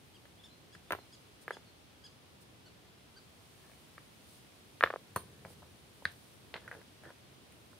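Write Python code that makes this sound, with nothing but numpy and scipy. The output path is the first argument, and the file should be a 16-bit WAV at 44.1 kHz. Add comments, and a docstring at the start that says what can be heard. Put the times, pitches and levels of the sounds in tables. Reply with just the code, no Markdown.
"""Outdoors, over a quiet hush and fine rustling, a distant bird chirps and others twitter as rocks begin to knock.
Rocks for a fire ring clatter in two bouts in the first two seconds; after a pause come lighter knocks and a scrape.
Then the hardest clatter rings out, a rock drops on the soil and is dragged, and knocks and scrapes grow fainter.
Each knock is a short dull ring of filtered impulses, thrown back by ground, stones and trees as noise tails;
scrapes and rustle are coloured random grains, soil thumps low filtered bursts, birds gliding sines."""
import sys
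import numpy as np
from scipy import signal
from scipy.fft import rfft, irfft, next_fast_len
from scipy.io import wavfile
from scipy.ndimage import uniform_filter1d, map_coordinates

SR = 44100
rng = np.random.default_rng(int(sys.argv[2]) if len(sys.argv) > 2 else 0)


def generate_wav(signal):
    """Clip the signal to [-1, 1] and save it as 16-bit WAV at the path in sys.argv[1]."""
    frames = np.transpose(np.atleast_2d(signal))
    scaled = np.clip(frames, -1, 1) * 32767
    pcm = np.round(scaled).astype(np.int16)
    wavfile.write(sys.argv[1], SR, pcm)


N = 343528
SIZE = 4096  # samples in one short sound
HZ = np.fft.rfftfreq(SIZE, 1 / SR)
TIME = np.arange(N) / SR

# drags of a rock into its seat: start t/s, length/s, rasp level/dB, soil scuff level/dB, soil rumble level/dB
SCRAPE_STROKES = [(3.636, 0.05, -68.5, -80, -71), (4.83, 0.062, -55, -65, -59),
                  (5.036, 0.43, -74.5, -70.5, -61.5), (5.438, 0.32, -80, -72, -60.5),
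                  (6.536, 0.043, -52, -63, -64), (6.611, 0.11, -66.5, -63, -63),
                  (6.715, 0.098, -65.5, -59.5, -62), (7.035, 0.06, -58, -57.5, -59.5)]
# colour of the soil under a weight: f/Hz, relative level/dB
SOIL_COLOUR = [(30, -29), (60, -14), (90, 6), (115, -3), (160, 0), (210, -4), (300, -32), (700, -40),
               (2000, -92.5)]


def amp(db):
    """Decibels to an amplitude factor."""
    return 10 ** (np.asarray(db) / 20)


def unit(x):
    """The signal or response brought to rms 1."""
    return x / np.sqrt(np.mean(x ** 2) + 1e-20)


def along(points, hz):
    """A curve through (f/Hz, value) points, straight on a log frequency axis."""
    f, v = np.transpose(points)
    return np.interp(np.log(hz + 1), np.log(f), v)


def filtered(x, response):
    """The signal with its spectrum multiplied by a response of frequency."""
    n = x.shape[-1]
    m = next_fast_len(n + 2 * SIZE)
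    spectrum = rfft(x, m) * response(np.fft.rfftfreq(m, 1 / SR))
    return irfft(spectrum, m)[..., :n]


def coloured(x, colour):
    """The signal through a (f/Hz, level/dB) colour, at rms 1."""
    return unit(filtered(x, lambda hz: amp(along(colour, hz))))


def causal(gain):
    """The sharpest causal response with this gain: the cepstrum is folded onto positive time."""
    cepstrum = irfft(np.log(gain + 1e-6))
    cepstrum[1:SIZE // 2] *= 2
    cepstrum[SIZE // 2 + 1:] = 0
    return np.exp(rfft(cepstrum))


def add(track, s, sound):
    """Mix a sound into the track at time s."""
    part = track[:, max(round(s * SR), 0):][:, :sound.shape[-1]]
    part += sound[..., :part.shape[1]]


def pair(alike, size):
    """Two noises whose left-right likeness follows (f/Hz, likeness) points, clipped to 0-1."""
    def turn(hz):
        return np.arccos(np.clip(along(alike, hz), 0, 1)) / 2

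    def mid_and_side(hz):
        return np.array([np.cos(turn(hz)), np.sin(turn(hz))])

    mid, side = filtered(rng.standard_normal((2, size)), mid_and_side)
    return np.array([mid + side, mid - side])


def burst(t60, attack):
    """A dense cloud of reflections that swells over attack s and dies by 60 dB in t60 s, of energy 1."""
    t = np.arange(SIZE) / SR
    envelope = amp(-60 * t / t60) * (1 - np.exp(-(t / attack) ** 2))
    cloud = pair([(1000, 0.94), (3000, 0.264), (8000, 0.11)], SIZE) * envelope
    return unit(cloud) / np.sqrt(SIZE)


def grains(rate, alike):
    """Random tiny impulses of uneven size, rate a second, in two ears."""
    hits = (rng.random(N) < rate / SR) * np.sqrt(rng.exponential(size=N))
    return hits * pair([(1000, alike)], N)


def wobble(rate):
    """A smooth random curve, rate knots a second."""
    return map_coordinates(rng.standard_normal(int(N * rate / SR) + 4), [TIME * rate])


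def stones():
    """Every contact rings and crushes grit, and is thrown back by the ground, the other stones and the trees."""
    # knocks of stone on stone: t/s, clack energy/dB, clack pitch f/Hz, top of the blow f/Hz,
    # thud over clack/dB, bite over clack/dB
    contacts = [(0.2546, -36, 1620, 2600, -5.5, -7), (0.7505, -29.5, 1700, 2400, -12, -16),
                (.907, -10, 1460, 3100, -3.5, -18), (0.9219, -10.5, 1550, 3100, -3, -7),
                (0.9319, -9, 1240, 2400, -7, -24), (0.9499, -20.5, 1290, 2400, 2, -18),
                (0.9875, -34.5, 1150, 2200, 8, -18), (1.4803, -14.5, 1600, 2670, -5, -25),
                (1.5075, -12, 1560, 1980, -2.5, -24), (1.5693, -29, 1500, 2100, 3.5, -18),
                (3.697, -38.5, 1150, 2600, -3, -14), (3.717, -39, 2100, 2600, -3, -15),
                (3.735, -40.5, 2200, 2600, -5, -12), (3.98, -25.5, 1400, 2600, -12, -20),
                (4.809, -6, 1500, 2500, -14, -13.5), (4.827, -3, 1380, 2500, -17, -23),
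                (4.8375, 7, 1450, 2520, -6, -13.5), (4.8617, -11, 1410, 2400, -10, -30),
                (4.8732, -13, 1420, 2400, -22, -28), (4.8907, -30, 1200, 2400, -7, -22),
                (4.9035, -15.5, 1430, 2400, 2, -15), (4.9063, -15, 1400, 2400, -11, -21),
                (4.929, -24, 1300, 2400, -9, -22), (4.9385, -18, 1220, 2200, 5.5, -20),
                (4.9603, -19.5, 1274, 2200, 5, -22), (5.16, -26, 1510, 2400, -7, -11),
                (5.1621, -8, 1130, 2400, -4.5, -20), (5.1712, -20.5, 1210, 2400, 2, -19),
                (5.4501, -26.5, 1470, 2600, 1, -8), (5.4575, -43, 950, 1500, 17.5, -23),
                (5.504, -43.5, 950, 1500, 8, -25), (5.622, -40, 1000, 1400, 3, -25),
                (5.629, -34.5, 1150, 1450, -1, -25), (6.0234, -40.5, 1050, 1510, 11.5, -17.5),
                (6.0537, -2, 1704, 2400, -23.5, -13), (6.5412, -20, 2030, 2800, -3, -0.5),
                (6.5586, -24.5, 1402, 2210, -0.5, -16), (6.564, -23, 1950, 2600, -12, -7),
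                (6.6782, -21.5, 1590, 2400, -15, -22), (6.714, -19, 1680, 2400, -11, -27),
                (6.727, -28, 1550, 2300, -1, -20), (6.741, -34, 1700, 2700, 0, -12),
                (6.75, -32, 1600, 2300, -1, -17), (6.815, -37, 1650, 2400, -2, -14),
                (7.0364, -34, 1650, 2000, 0, -15), (7.0534, -30.5, 1600, 2200, -9.5, -28),
                (7.104, -31.5, 1560, 2100, 1, -17), (7.523, -43, 2200, 3200, -15, -2),
                (7.731, -38.5, 1300, 1800, -1.5, -27)]
    # where a rock is being set: t/s, clack width setting/Hz, snap pitch f/Hz, snap spread (1 = usual),
    # grit over bite/dB, top of the grit f/Hz, right-ear lag/s, ground echo delay/s, ground echo share,
    # scatter off other stones/dB, trees/dB
    places = np.array([(.92, 860, 3420, 1.1, -2.5, 19000, 0.00012, 0.003, 0.49, -5.5, -12),
                       (1.5, 710, 3500, 1.8, 0.5, 11500, .000023, .0024, 0.26, -9.5, -10),
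                       (3.9, 1000, 4000, 1, -6, 12000, .00002, .00172, .7, -9, -9),
                       (4.84, 716, 3220, 1.1, -22.5, 12000, 0.000044, 0.0017, 0.37, -10.5, -16.5),
                       (5.16, 537, 3240, 0.52, 10.5, 12300, 0.000038, 0.0037, 0.12, -2.5, -10.5),
                       (5.5, 890, 2420, 0.26, -15, 11000, .000012, 0.0014, .2, -7.5, -5.5),
                       (6.05, 437, 4270, 0.5, -12.5, 9300, 0.000016, 0.00115, 0.12, -10, -11),
                       (6.55, 980, 3700, 0.97, -26, 11000, 0.0000098, 0.0025, 0.11, -5.5, -6),
                       (6.75, 557, 2590, .8, 3.5, 11000, .000012, .002, 0.19, -3, -8.5)])
    # colour of crushed grit: f/Hz, relative level/dB
    grit_colour = [(3000, -42.5), (5500, -12.5), (6500, -5), (7500, -25), (8700, -1.5), (9700, -5),
                   (10500, 0.5), (11200, -13), (12700, 1), (15500, -6), (18000, -41.5)]
    out = np.zeros((2, N))
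    # the trees face every side of a rock, so they also return a broader band than the direct ring
    broad_band = 1 / np.sqrt((1 + (HZ / 3700) ** 10) * (1 + (600 / (HZ + 1)) ** 4))
    broad = irfft(causal(unit(broad_band)))
    for s, db, pitch, blow_hz, thud_db, bite_db in contacts + catches():
        nearest = places[np.argmin(abs(places[:, 0] - s))]
        _, width, snap_hz, snap_spread, grit_db, grit_hz, lag, delay, share, scatter_db, trees_db = nearest
        ears = np.exp(-2j * np.pi * HZ * np.array([[0], [abs(lag)]]))
        ring = stone_ring(pitch, width, blow_hz, thud_db, bite_db, snap_hz, snap_spread) * ears
        # the harder the bite, the brighter the snap and the more grit is crushed, over a few milliseconds
        grain = unit(amp(along(grit_colour, HZ)) / np.sqrt(1 + (HZ / grit_hz) ** 10))
        grit = amp(bite_db + grit_db) * causal(grain) * rfft(burst(t60=0.0034, attack=0.00021))
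        ground = (1 + share * np.exp(-2j * np.pi * HZ * delay)) / np.sqrt(1 + share ** 2)
        scatter = amp(scatter_db) * rfft(burst(t60=0.027, attack=0.0019))
        # soft soil swallows the grit's treble, so only the ring bounces off it
        hit = amp(db) * irfft(ring * (ground + scatter) + grit * (1 + scatter))
        add(out, s, hit)
        for sent in hit, amp(db - 5.0) * broad[None]:
            add(out, s, amp(trees_db) * signal.fftconvolve(sent, trees(), axes=1))
    return out


def stone_ring(pitch, width, blow_hz, thud_db, bite_db, snap_hz, snap_spread):
    """A rock's heavily damped ring, with a hollow thud below it and a hard snap above it."""
    # colour of the hollow thud: f/Hz, relative level/dB
    thud_colour = [(60, -44), (250, -11), (330, -3), (400, 1), (520, 3), (740, 0), (1000, -1),
                   (2000, -49.5), (4000, -90.5)]
    # colour of the hard snap: multiple of the snap pitch, relative level/dB
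    snap_shape = [(.4, -49), (.62, -10.5), (.82, -2.5), (1, -8), (1.13, -5.5), (1.3, -15.5), (1.7, -31),
                  (2.2, -38), (4, -74.5)]
    # a softer blow cuts the ring off lower
    blow = 1 / np.sqrt(1 + (HZ / blow_hz) ** 10)
    # the resonance is 6 dB down across 1.21 times the width setting
    detune = (HZ ** 2 - pitch ** 2) / ((HZ + 1) * width * 1.21)
    clack = unit(blow / (1 + detune ** 2))
    thud = amp(thud_db) * unit(amp(along(thud_colour, HZ)))
    snap_colour = [(snap_hz * ratio ** snap_spread, db) for ratio, db in snap_shape]
    snap = amp(bite_db + 0.5) * unit(amp(along(snap_colour, HZ)))
    return causal(np.sqrt(clack ** 2 + thud ** 2 + snap ** 2))


def catches():
    """A dragged rock catches on edges at uneven moments: faint knocks that grow with the rasp."""
    every_s, over_rasp_db, spread_db = 0.016, 17.5, 5
    pitch_hz, blow_hz, thud_db, bite_db = 1600, 2200, 0, -18
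    knocks = []
    for start, length, rasp_db, _, _ in SCRAPE_STROKES:
        count = max(round(length / every_s), 1)
        for k, (when, force, edge) in enumerate(rng.uniform(-1, 1, (count, 3))):
            s = start + length * (k + .5 + when / 2) / count
            energy_db = rasp_db + over_rasp_db + spread_db * force
            knocks.append((s, energy_db, pitch_hz * (1 + 0.11 * edge), blow_hz, thud_db, bite_db))
    return knocks


def pings():
    """Short pings and narrow bands of noise sound with the hard knocks, each around one pitch."""
    # pings, the lowest a rock's own ring: t/s, pitch f/Hz, width/Hz, energy/dB, t60/s
    tones = [(4.828, 13400, 1100, -28, .03), (5.161, 9250, 130, -16, 0.011), (5.161, 4330, 30, -24.5, .025),
             (5.162, 2760, 30, -33, 0.028), (6.054, 1750, 20, -16.5, 0.02)]
    out = np.zeros((2, N))
    t = np.arange(SIZE) / SR
    for s, hz, width, db, t60 in tones:
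        # a random walk of the phase widens the tone into a band
        wander = np.cumsum(np.sqrt(2 * np.pi * width / SR) * rng.standard_normal((2, SIZE)), axis=1)
        envelope = amp(-60 * t / t60) * (1 - np.exp(-t / 0.00034))
        ping = np.sin(2 * np.pi * hz * t + wander) * envelope
        ping = amp(db) * unit(ping) / np.sqrt(SIZE)
        add(out, s, ping)
        add(out, s, amp(-5.0) * signal.fftconvolve(ping, trees(), axes=1))
    return out


def soil():
    """The ground takes a rock's weight with a low, soft thump and a short cloud of reflections."""
    # weight landing on the soil: t/s, energy/dB
    thumps = [(0.76, -28), (0.923, -21), (4.839, -23.5), (5.162, -14.5), (5.452, -22), (6.056, -20)]
    out = np.zeros((2, N))
    body = causal(unit(amp(along(SOIL_COLOUR, HZ))))
    for s, db in thumps:
        thump = irfft(body * (1 + amp(-7.5) * rfft(burst(t60=0.075, attack=0.0055))))
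        add(out, s, amp(db) * unit(thump) / np.sqrt(SIZE))
    return out


def scrapes():
    """Rough faces catch and slip while a rock is pushed home; the soil scuffs and rumbles under it."""
    # colour of stone rasping on stone: f/Hz, relative level/dB
    rasp_colour = [(150, -9.5), (300, -0.5), (430, -2), (800, 3), (1300, 1), (1600, 1.5), (1760, 11.5),
                   (2000, -24), (2600, -19.5), (12000, -35.5)]
    # colour of the scuffed soil: f/Hz, relative level/dB
    scuff_colour = [(120, -22.5), (280, -5), (430, 5.5), (620, -5.5), (850, -14.5), (1500, -26.5),
                    (4000, -58.5)]
    rasp, scuff, rumble = np.zeros((3, N))
    for s, length, rasp_db, scuff_db, rumble_db in SCRAPE_STROKES:
        stroke = np.exp(-(2 * (TIME - s) / length - 1) ** 4)
        rasp += amp(rasp_db) * stroke
        scuff += amp(scuff_db) * stroke
        rumble += amp(rumble_db) * stroke
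    out = rasp * coloured(grains(rate=4800, alike=0.77), rasp_colour)
    out += scuff * coloured(grains(rate=1400, alike=.9), scuff_colour)
    out += rumble * coloured(grains(rate=1800, alike=0.96), SOIL_COLOUR)
    return out


def rustle():
    """Cloth and dry leaves crackle finely all the time, and flare up when an arm sweeps."""
    # quick sweeps of a sleeve or through dry litter: peak t/s, time either side to fall to e^-2/s, level/dB
    brushes = [(1.427, 0.022, -60.5), (2.422, 0.018, -62), (4.322, 0.13, -63.5), (5.506, 0.059, -62.5),
               (6.119, .012, -61)]
    # colour of dry litter and cloth: f/Hz, relative level/dB
    litter_colour = [(1500, -48), (4000, 3), (7200, -4.5), (9000, 6), (10300, 4), (11400, -18),
                     (13000, 2.5), (15500, -7)]
    level_db = treble_db()
    # the crackle swings 1.8 times as wide in dB as the treble
    stirring = amp(level_db.mean() + 1.8 * (level_db - level_db.mean()))
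    sweeps = sum(amp(db) * np.exp(-2 * ((TIME - s) / length) ** 2) for s, length, db in brushes)
    return np.hypot(stirring, sweeps) * coloured(grains(rate=14000, alike=0.15), litter_colour)


def unsteady():
    """A smoothed random curve of rms 1, as long as one short sound."""
    smooth = uniform_filter1d(rng.standard_normal(SIZE), size=180)
    return unit(uniform_filter1d(smooth, size=90))


def bird():
    """Each chirp climbs a little, holds and drops away fast; its overtones flutter and the trees blur it."""
    # chirps: middle t/s, top pitch f/Hz, then the level/dB of the first, second, third and fourth partial
    chirps = [(0.156, 1624, -80, -60.5, -66, -80), (.453, 1812, -71, -56, -64, -70.5),
              (.741, 1710, -67, -63.5, -62, -70), (1.139, 1680, -76, -63.5, -59, -67),
              (1.538, 1712, -69, -55.5, -59.5, -66), (2.055, 1690, -67, -58.5, -54.5, -67),
              (2.672, 1510, -66, -69, -62.5, -72), (3.177, 1580, -62.5, -68, -59.5, -76)]
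    half_s = .0165
    rise, fall, waver = .1, 0.21, 0.0075  # shares of the top pitch
    flutter_db, upper_db_per_partial = 2.5, -3  # the slope runs from the fourth partial to the sixth
    out = np.zeros((2, N))
    t = np.arange(SIZE) / SR - SIZE / SR / 2
    u = np.clip(t / half_s, -1.5, 1.5)
    sag = np.where(u < 0, rise * u ** 2, fall * abs(u) ** 2.5)
    for s, top_hz, *low_db, upper_db in chirps:
        phase = 2 * np.pi * np.cumsum(top_hz * (1 - sag + waver * unsteady())) / SR
        partials_db = low_db + [upper_db + upper_db_per_partial * k for k in range(3)]
        voice = np.zeros(SIZE)
        for k, db in enumerate(partials_db, 1):
            voice += amp(db + flutter_db * unsteady()) * np.sin(k * phase)
        chirp = voice * np.exp(-u ** 6)
        add(out, s + t[0], chirp)
        add(out, s + t[0], amp(-4.5) * signal.fftconvolve(chirp[None], trees(), axes=1))
    return out


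def twitter():
    """Far birds slip thin gliding notes through the trees, whose tail is sent louder than the note."""
    # notes: middle t/s, middle pitch f/Hz, glide/(Hz/s), level/dB ahead of the direct and tree sends
    notes = [(.397, 3440, 11000, -65), (.512, 4100, 6000, -64), (.895, 3600, 13000, -65),
             (.995, 4160, -9000, -66), (1.675, 4320, -16000, -68),]
    note_s = .018  # from the middle to 1/e
    out = np.zeros((2, N))
    t = (np.arange(SIZE) - SIZE / 2) / SR
    for s, hz, glide, db in notes:
        phase = 2 * np.pi * np.cumsum(hz + glide * t) / SR
        note = amp(db) * np.sin(phase) * np.exp(-(t / note_s) ** 2)
        add(out, s + t[0], amp(-2) * note)
        add(out, s + t[0], amp(4) * signal.fftconvolve(note[None], trees(), axes=1))
    return out


def trees():
    """A fresh faint tail from trunks and bushes, of energy 1: noise that dies at its own pace in each band."""
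    # decay: f/Hz, t60/s
    decay = [(150, 0.27), (600, 0.21), (1500, 0.18), (4000, 0.21), (10000, 0.23)]
    # colour of the tail: f/Hz, relative level/dB
    tail_colour = [(150, 1.5), (600, -1), (1500, -3), (3500, 1), (10000, 3)]
    noise = pair([(400, 0.97), (1500, 0.2), (4000, 0.13)], SR // 3)
    hz, t, z = signal.stft(noise, SR, nperseg=256)
    swell = 1 - np.exp(-t / 0.0069)
    fade = amp(along(tail_colour, hz)[:, None] - 60 * t / along(decay, hz)[:, None])
    tail = signal.istft(z * swell * fade, SR, nperseg=256)[1]
    return unit(tail) / np.sqrt(tail.shape[1])


def treble_db():
    """The level of the treble, one value per sample, gliding straight between points."""
    # treble: t/s, level/dB
    treble = [(0.0, -73), (0.63, -74.5), (1.11, -73), (1.82, -74.5), (2.97, -74.5), (3.73, -70.5),
              (3.97, -72), (5.88, -72), (6.25, -70), (6.44, -72), (7.27, -73.5), (7.79, -72)]
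    return np.interp(TIME, *np.transpose(treble))


def hush():
    """Distant rumble and foliage drift slowly at random; a fine hiss follows the treble level."""
    # colour of the outdoor air: f/Hz, relative level/dB
    air_colour = [(15, -69), (25, -50), (61, -7.5), (120, -3), (157, -6.5), (414, -10.5), (513, -13.5),
                  (791, -15.5), (857, -16.5), (929, -17), (1640, -20.5), (3300, -19.5), (7030, -28.5),
                  (10300, -28.5), (15800, -35.5)]
    # stereo width of the air: f/Hz, left-right likeness (below 0 counts as 0)
    air_alike = [(60, 0.7), (130, 0.62), (290, 0.51), (640, 0.19), (1410, -0.31), (3100, 0.1),
                 (6820, 0.022), (15000, -0.2)]
    rumble_db, foliage_db, drift_db = -62.5, -65.5, .5

    def low(hz):
        return 1 / (1 + (hz / 900) ** 2)

    def high(hz):
        return 1 - 1 / (1 + (hz / 7000) ** 8)

    air = filtered(pair(air_alike, N), lambda hz: amp(along(air_colour, hz)))
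    rumble = amp(rumble_db + drift_db * wobble(rate=1.97)) * unit(filtered(air, low))
    middle = unit(filtered(air, lambda hz: 1 - low(hz) - high(hz)))
    foliage = amp(foliage_db + drift_db * wobble(rate=1)) * middle
    hiss = amp(treble_db() + 0.5) * unit(filtered(air, high))
    return rumble + foliage + hiss


def scene():
    """All layers, from the stones to the hush."""
    return stones() + pings() + soil() + scrapes() + rustle() + bird() + twitter() + hush()


def record(dry):
    """A steep low-pass: the treble ends in a 200 Hz wide ramp around the band limit."""
    top_hz = 15780
    return filtered(dry, lambda hz: np.clip((top_hz - hz) / 200 + .5, 0, 1))


dry = scene()
out = record(dry)
generate_wav(out)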